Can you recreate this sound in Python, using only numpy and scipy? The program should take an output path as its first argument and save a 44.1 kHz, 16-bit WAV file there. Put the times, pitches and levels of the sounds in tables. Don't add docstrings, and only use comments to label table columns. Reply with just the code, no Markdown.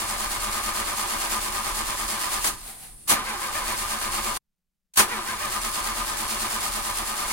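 import sys
import numpy as np
from scipy.fft import rfft, irfft, next_fast_len
from scipy.io import wavfile
from scipy.ndimage import uniform_filter1d, map_coordinates

SR = 44100
rng = np.random.default_rng(int(sys.argv[2]) if len(sys.argv) > 2 else 0)


def transcribe(signal):
    frames = np.atleast_2d(signal).T
    limited = np.clip(frames, -1, 1)
    pcm = np.round(limited * 32767).astype(np.int16)
    wavfile.write(sys.argv[1], SR, pcm)


N = 322944
TIME = np.arange(N) / SR
FFT_SIZE = 2 * next_fast_len(N // 2 + SR // 4)
FREQ = np.fft.rfftfreq(FFT_SIZE, 1 / SR)

# frequency in Hz, relative level in dB.
HISS_SPECTRUM = [(60, -11.5), (150, 1.5), (450, -13), (1000, -24.5), (2800, -29.5), (7000, -26),
                 (8800, -1.5), (9800, -2), (11500, -14.5), (15500, -28.5)]
# frequency in Hz, relative level in dB.
FLOOR_SPECTRUM = [(20, 7.5), (70, -4.5), (110, -17.5), (180, 0.5), (260, -18.5), (1000, -25.5),
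                  (15000, -28)]
# frequency in Hz, relative gain in dB.
PIPE_SPECTRUM = [(5, -23.5), (18, -2.5), (25, -12.5), (37, 3), (54, -13.5), (85, -14), (130, -18.5),
                 (250, -47.5), (800, -86)]
# peak time in seconds, level in dB, rise and t60 in seconds.
ROCKING_SWINGS = [(2.695, -37, 0.058, 0.42), (2.85, -44, 0.059, .45)]
# frequency in Hz, relative level in dB.
ROCKING_SPECTRUM = [(200, -7.5), (550, -8), (770, 5), (950, -6.5), (2100, -3.5), (3000, -7), (4000, -5),
                    (6000, -11), (9500, 1.5), (15500, -9.5)]
# frequency and width in Hz, relative dB at left and right microphone.
HOUSING_MODES = [(220.1, 19, -7.5, -9.5), (340.4, 73, -10, -13), (368.4, 15, -10.5, -27),
                 (586, 42, -10, -33), (680, 24, -10.5, -24), (766, 120, -10, -25.5), (831, 97, -50, -4),
                 (1005, 39, -12, -2), (1080, 233, -5, -4), (1221, 26, 0.5, -7), (1314, 230, -9.5, -12.5),
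                 (1560, 90, -5.5, -16.5), (1744, 49, -6.5, -12.5), (1950, 210, -23.5, -10.5),
                 (2160, 54, -5, -15.5), (2373, 130.0, -21, -10.5), (2770, 38, -15, -28)]
# frequency in Hz, relative gain in dB.
BLOCK_SPECTRUM = [(30, -47), (80, -10.5), (150, -29), (450, -19), (1200, -21), (2000, -18.5), (3000, -16.5),
                  (3800, -18), (6000, -25), (16000, -55.5)]
# frequency in Hz, width in Hz, lift in dB.
METAL_RINGS = [(2800, 82, 5), (3175, 130, 1), (4387, 75, 8.5), (7070, 26, -2), (7660, 18, 3),
               (8890, 70, 3.5)]
# peak time in seconds, scrape and ring in relative dB, rise in seconds.
PINION_CONTACTS = [(2.446, -21.5, -26.5, 0.0038), (2.478, -23, -29.5, .02), (3.081, -28, -40, .005),
                   (3.105, -16, -25, 0.015), (3.119, -19, -18, .01), (4.939, -45, -68, .0018),
                   (4.963, -31, -45, 0.0046), (4.977, -14, -22.5, .0055), (4.997, -14, -18.5, 0.012),
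                   (5.002, -29, -15.5, .005)]
# frequency in Hz, relative level in dB.
SCRAPE_SPECTRUM = [(150, -33), (700, -7.5), (1600, -3.5), (3000, -2), (5500, -0.5), (8000, 3), (9800, 6),
                   (12000, -2), (15500, -4.5)]
# peak time in seconds, pitch in Hz, level in dB, rise and t60 in seconds.
MOUNT_JOLTS = [(2.47, 312, -41.5, 0.016, 0.37), (3.131, 235, -34, 0.011, .33),
               (5.005, 350, -35, 0.01, 0.55)]
# frequency in Hz, relative level in dB.
RASP_SPECTRUM = [(300, -52.5), (1500, -8), (2900, -7), (4200, -5), (5600, -4.5), (8000, -2.5), (9500, 1),
                 (10500, -1.2), (11800, -7), (15500, -10)]
# frequency and half-width in Hz, dB relative to the gear level,
# share of the half turn where it peaks, left over right in dB.
SHARP_MODES = [(1216.6, 23, -8.5, .38, 4.5), (1011, 28, -11.5, .42, -7), (217.9, 7, -18, .25, 1.5)]
# frequency in Hz, relative gain in dB.
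SQUEAL_SPECTRUM = [(1100, -34), (1600, 3.5), (2200, 3), (2500, 3.5), (3200, -16), (5000, -29)]
# share of it, rasp and gear offsets in dB, speed change (-1 to 1).
HALF_TURN = [(0, 2.4, 0, 1), (.13, 1.6, 0, .8), (0.279, 0.1, .5, .2), (.42, -1.9, 0, -.3),
             (.58, -4, -1.5, -.9), (0.669, -2, -4, -1), (.78, 0.7, -3, -.1), (.9, 1.9, -1.4, .8)]
# start, end, half turn at full speed and
# time lost spinning up, all in seconds, then which stroke in three is accented.
CRANKING_BOUTS = [(-1.45, 2.45, .11178, .1, 0), (3.14, 4.385, .1161, .08, 0), (4.97, 7.42, .11083, .123, 2)]

TEETH_PER_HALF_TURN = 66
RASP_DB, GEAR_DB = -30.57, -29.5
SPIN_UP_TURNS, BUILD_UP_TURNS = 1.55, 2.5
SLOW_RASP_DB, ACCENT_DB, UNEVEN_DB = -8.5, .5, .8
COAST_RASP_DB, COAST_GEAR_DB = -11.5, -8
SWING_S, SWING_RASP_DB, SWING_GEAR_DB = .2, -5, -11
PUFF_SHARE, PUFF_DB, FLOW_DB = .48, -48.5, -45
BREAK_FROM_S, BREAK_TO_S, CUT_T60_S, RETURN_S = 4.373, 4.955, .019, .028
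CLASH_T60_S = .16


def amp(db):
    return 10 ** (np.asarray(db) / 20)


def unit(x):
    return x / np.sqrt(np.mean(x ** 2) + 1e-20)


def colour(points):
    hz, db = np.transpose(points)
    return amp(np.interp(np.log(FREQ + 1), np.log(hz), db))


def band(hz, width):
    return 1 / (1 + (2 * (FREQ - hz) / width) ** 2)


def filtered(x, response):
    return irfft(rfft(x, FFT_SIZE) * response, FFT_SIZE)[..., :N]


def causal(gain):
    cepstrum = irfft(np.log(np.maximum(gain, 1e-6)), FFT_SIZE)
    cepstrum[..., 1:FFT_SIZE // 2] *= 2
    cepstrum[..., FFT_SIZE // 2 + 1:] = 0
    return np.exp(rfft(cepstrum))


def wander(position):
    return map_coordinates(rng.standard_normal(int(position.max()) + 4), [position], mode="nearest")


def swell(peak_s, rise, t60):
    age = TIME - peak_s
    return np.exp(-(np.minimum(age, 0) / rise) ** 2 - np.log(1000) * np.maximum(age, 0) / t60)


def pulses(phase, scatter_db):
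    sizes = amp(scatter_db * rng.standard_normal(N))
    return unit(np.diff(np.floor(phase), prepend=np.floor(phase[0])) * sizes)


def grit(shared, spiky_db):
    sizes = amp(spiky_db * wander(TIME * 900))
    noise = rng.standard_normal((3, N))
    return unit(sizes * (np.sqrt(shared) * noise[0] + np.sqrt(1 - shared) * noise[1:]))


def background():
    hiss = amp(-48) * unit(filtered(grit(shared=.2, spiky_db=0), colour(HISS_SPECTRUM)))
    floor = amp(-82) * unit(filtered(grit(shared=.8, spiky_db=1.5), colour(FLOOR_SPECTRUM)))
    return hiss, floor


def break_gate():
    dying = np.exp(-np.log(1000) * np.maximum(TIME - BREAK_FROM_S, 0) / CUT_T60_S)
    returning = np.clip((TIME - BREAK_TO_S) / RETURN_S, 0, 1) ** 2
    return dying + returning


def exhaust(turn, gear_db, strain):
    puffs = pulses(turn - PUFF_SHARE, scatter_db=1)
    thump = unit(filtered(puffs - puffs.mean(), causal(colour(PIPE_SPECTRUM))))
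    flow = unit(filtered(grit(shared=.9, spiky_db=1), colour(PIPE_SPECTRUM)))
    effort = amp(.25 * (gear_db - np.median(gear_db)) - 2.7 * strain)
    return effort * (amp(PUFF_DB) * thump + amp(FLOW_DB) * flow) * amp([[1], [-1]])


def rocking():
    swings = sum(amp(db) * swell(s, rise, t60) for s, db, rise, t60 in ROCKING_SWINGS)
    return swings * unit(filtered(grit(shared=.14, spiky_db=-.5), colour(ROCKING_SPECTRUM)))


def engine_bay(delay_s):
    lag = delay_s * np.array([wander(FREQ / 150) ** 2 for side in range(2)])
    tint_db = wander(FREQ / 55) + 1.5 * np.array([wander(FREQ / 90) for side in range(2)])
    return amp(tint_db) * np.exp(-2j * np.pi * np.cumsum(lag, axis=1) * FREQ[1])


def bare_metal(spectrum):
    lift_db = sum(db * band(hz, width) for hz, width, db in METAL_RINGS)
    return causal(colour(spectrum) * amp(lift_db)) * engine_bay(delay_s=.000808)


def gear_housing():
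    power = colour(BLOCK_SPECTRUM) ** 2
    for hz, width, left_db, right_db in HOUSING_MODES:
        power = power + amp([[left_db], [right_db]]) ** 2 * band(hz, width) ** 1.5
    travel_s = np.array([[0], [.0001]])
    return causal(np.sqrt(power)) * np.exp(-2j * np.pi * FREQ * travel_s)


def pinion_clashes(housing):
    contact_power = np.square([swell(s, rise, CLASH_T60_S) for s, _, _, rise in PINION_CONTACTS])
    _, scrape_db, ring_db, _ = np.transpose(PINION_CONTACTS)
    scrape_gain = amp(1.5) * np.sqrt(amp(scrape_db) ** 2 @ contact_power)
    ring_gain = np.sqrt(amp(ring_db) ** 2 @ contact_power)
    scrape = unit(filtered(grit(shared=.25, spiky_db=1), bare_metal(SCRAPE_SPECTRUM)))
    ring = unit(filtered(grit(shared=.4, spiky_db=1), housing))
    shake = grit(shared=.7, spiky_db=1)
    jolts = sum(amp(db) * swell(s, rise, t60) * unit(filtered(shake, band(hz, .7 * hz)))
                for s, hz, db, rise, t60 in MOUNT_JOLTS)
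    return scrape_gain * scrape + ring_gain * ring + jolts


def driven_strokes(start, end, period, lag, accented):
    stroke = np.arange(round((end - start - lag) / period) + 1)
    times = start + stroke * period + lag * (1 - np.exp(-(stroke / SPIN_UP_TURNS) ** 2))
    accent = np.cos(2 * np.pi * (stroke - accented) / 3)
    rasp_db = RASP_DB + SLOW_RASP_DB * np.exp(-(stroke / BUILD_UP_TURNS) ** 2) + ACCENT_DB * accent
    chance_db = UNEVEN_DB * rng.standard_normal((len(stroke), 2))
    return np.column_stack([times, rasp_db + chance_db[:, 0], GEAR_DB + chance_db[:, 1]])


def coasting_strokes(start, count):
    swing = np.arange(count) + 1
    rasp_db = RASP_DB + COAST_RASP_DB + swing * SWING_RASP_DB
    gear_db = GEAR_DB + COAST_GEAR_DB + swing * SWING_GEAR_DB
    return np.column_stack([start + swing * SWING_S, rasp_db, gear_db])


def crank():
    first, *later = [driven_strokes(*bout) for bout in CRANKING_BOUTS]
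    coast = coasting_strokes(first[-1, 0], count=3)
    times, stroke_rasp_db, stroke_gear_db = np.vstack([first, coast, *later]).T
    turn = np.interp(TIME, times, np.arange(len(times)))
    share, *courses = np.transpose(HALF_TURN)
    rasp_swing, gear_swing, surge = [np.interp(turn, share, course, period=1) for course in courses]
    rasp_db = np.interp(TIME, times, stroke_rasp_db) + rasp_swing
    gear_db = np.interp(TIME, times, stroke_gear_db) + gear_swing
    return turn, rasp_db, gear_db, surge


def ringing_modes(turn, gear_db):
    sound = np.zeros((2, N))
    for hz, half_width, db, share, pan_db in SHARP_MODES:
        ring = unit(filtered(rng.standard_normal(N), band(hz, 2 * half_width)))
        load = np.cos(np.pi * (turn - share)) ** 2
        sound += amp(gear_db + db) * load * ring * amp([[pan_db / 2], [-pan_db / 2]])
    return sound


def drive_rasp(rasp_db):
    rub = grit(shared=.25, spiky_db=2.1)
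    return amp(rasp_db) * unit(filtered(rub, bare_metal(RASP_SPECTRUM)))


def ring_gear(turn, gear_db, surge, strain, housing):
    pace = uniform_filter1d(np.gradient(turn), size=SR // 16)
    tooth_phase = TEETH_PER_HALF_TURN * np.cumsum(pace * (1 + (.06 + .14 * strain) * surge))
    mesh = pulses(tooth_phase + .035 * wander(TIME * 300), scatter_db=2)
    chatter_hz = 140 * amp(2.5 * wander(TIME * 90))
    chatter = pulses(np.cumsum(chatter_hz) / SR, scatter_db=2)
    singing = amp(-10 + 7 * strain) * (mesh - mesh.mean())
    rattling = amp(-6) * (chatter - chatter.mean()) + amp(-2) * grit(shared=.1, spiky_db=2.2)
    growl = unit(filtered(singing + amp(-2 * strain) * rattling, housing))
    squeal = unit(filtered(mesh + grit(shared=.2, spiky_db=-3), housing * colour(SQUEAL_SPECTRUM)))
    racing = strain * np.clip(surge, 0, 1)
    level_db = gear_db - 1.33 + .5 * wander(TIME * 32)
    return amp(level_db) * (growl + amp(-5) * racing * squeal)


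def scene():
    turn, rasp_db, gear_db, surge = crank()
    housing = gear_housing()
    strain = sum((TIME > start) / (1 + ((TIME - start) / .5) ** 4) for start, *_ in CRANKING_BOUTS)
    gears = ring_gear(turn, gear_db, surge, strain, housing)
    starter = gears + ringing_modes(turn, gear_db) + drive_rasp(rasp_db)
    engine = exhaust(turn, gear_db, strain) + rocking()
    hiss, floor = background()
    return floor + (hiss + engine + starter) * break_gate() + pinion_clashes(housing)


def record(dry):
    ceiling, top_hz = .72, 16000
    rounded = dry / (1 + (dry / ceiling) ** 6) ** (1 / 6)
    return filtered(rounded, np.clip((top_hz - FREQ) / 200, 0, 1))


dry = scene()
out = record(dry)
transcribe(out)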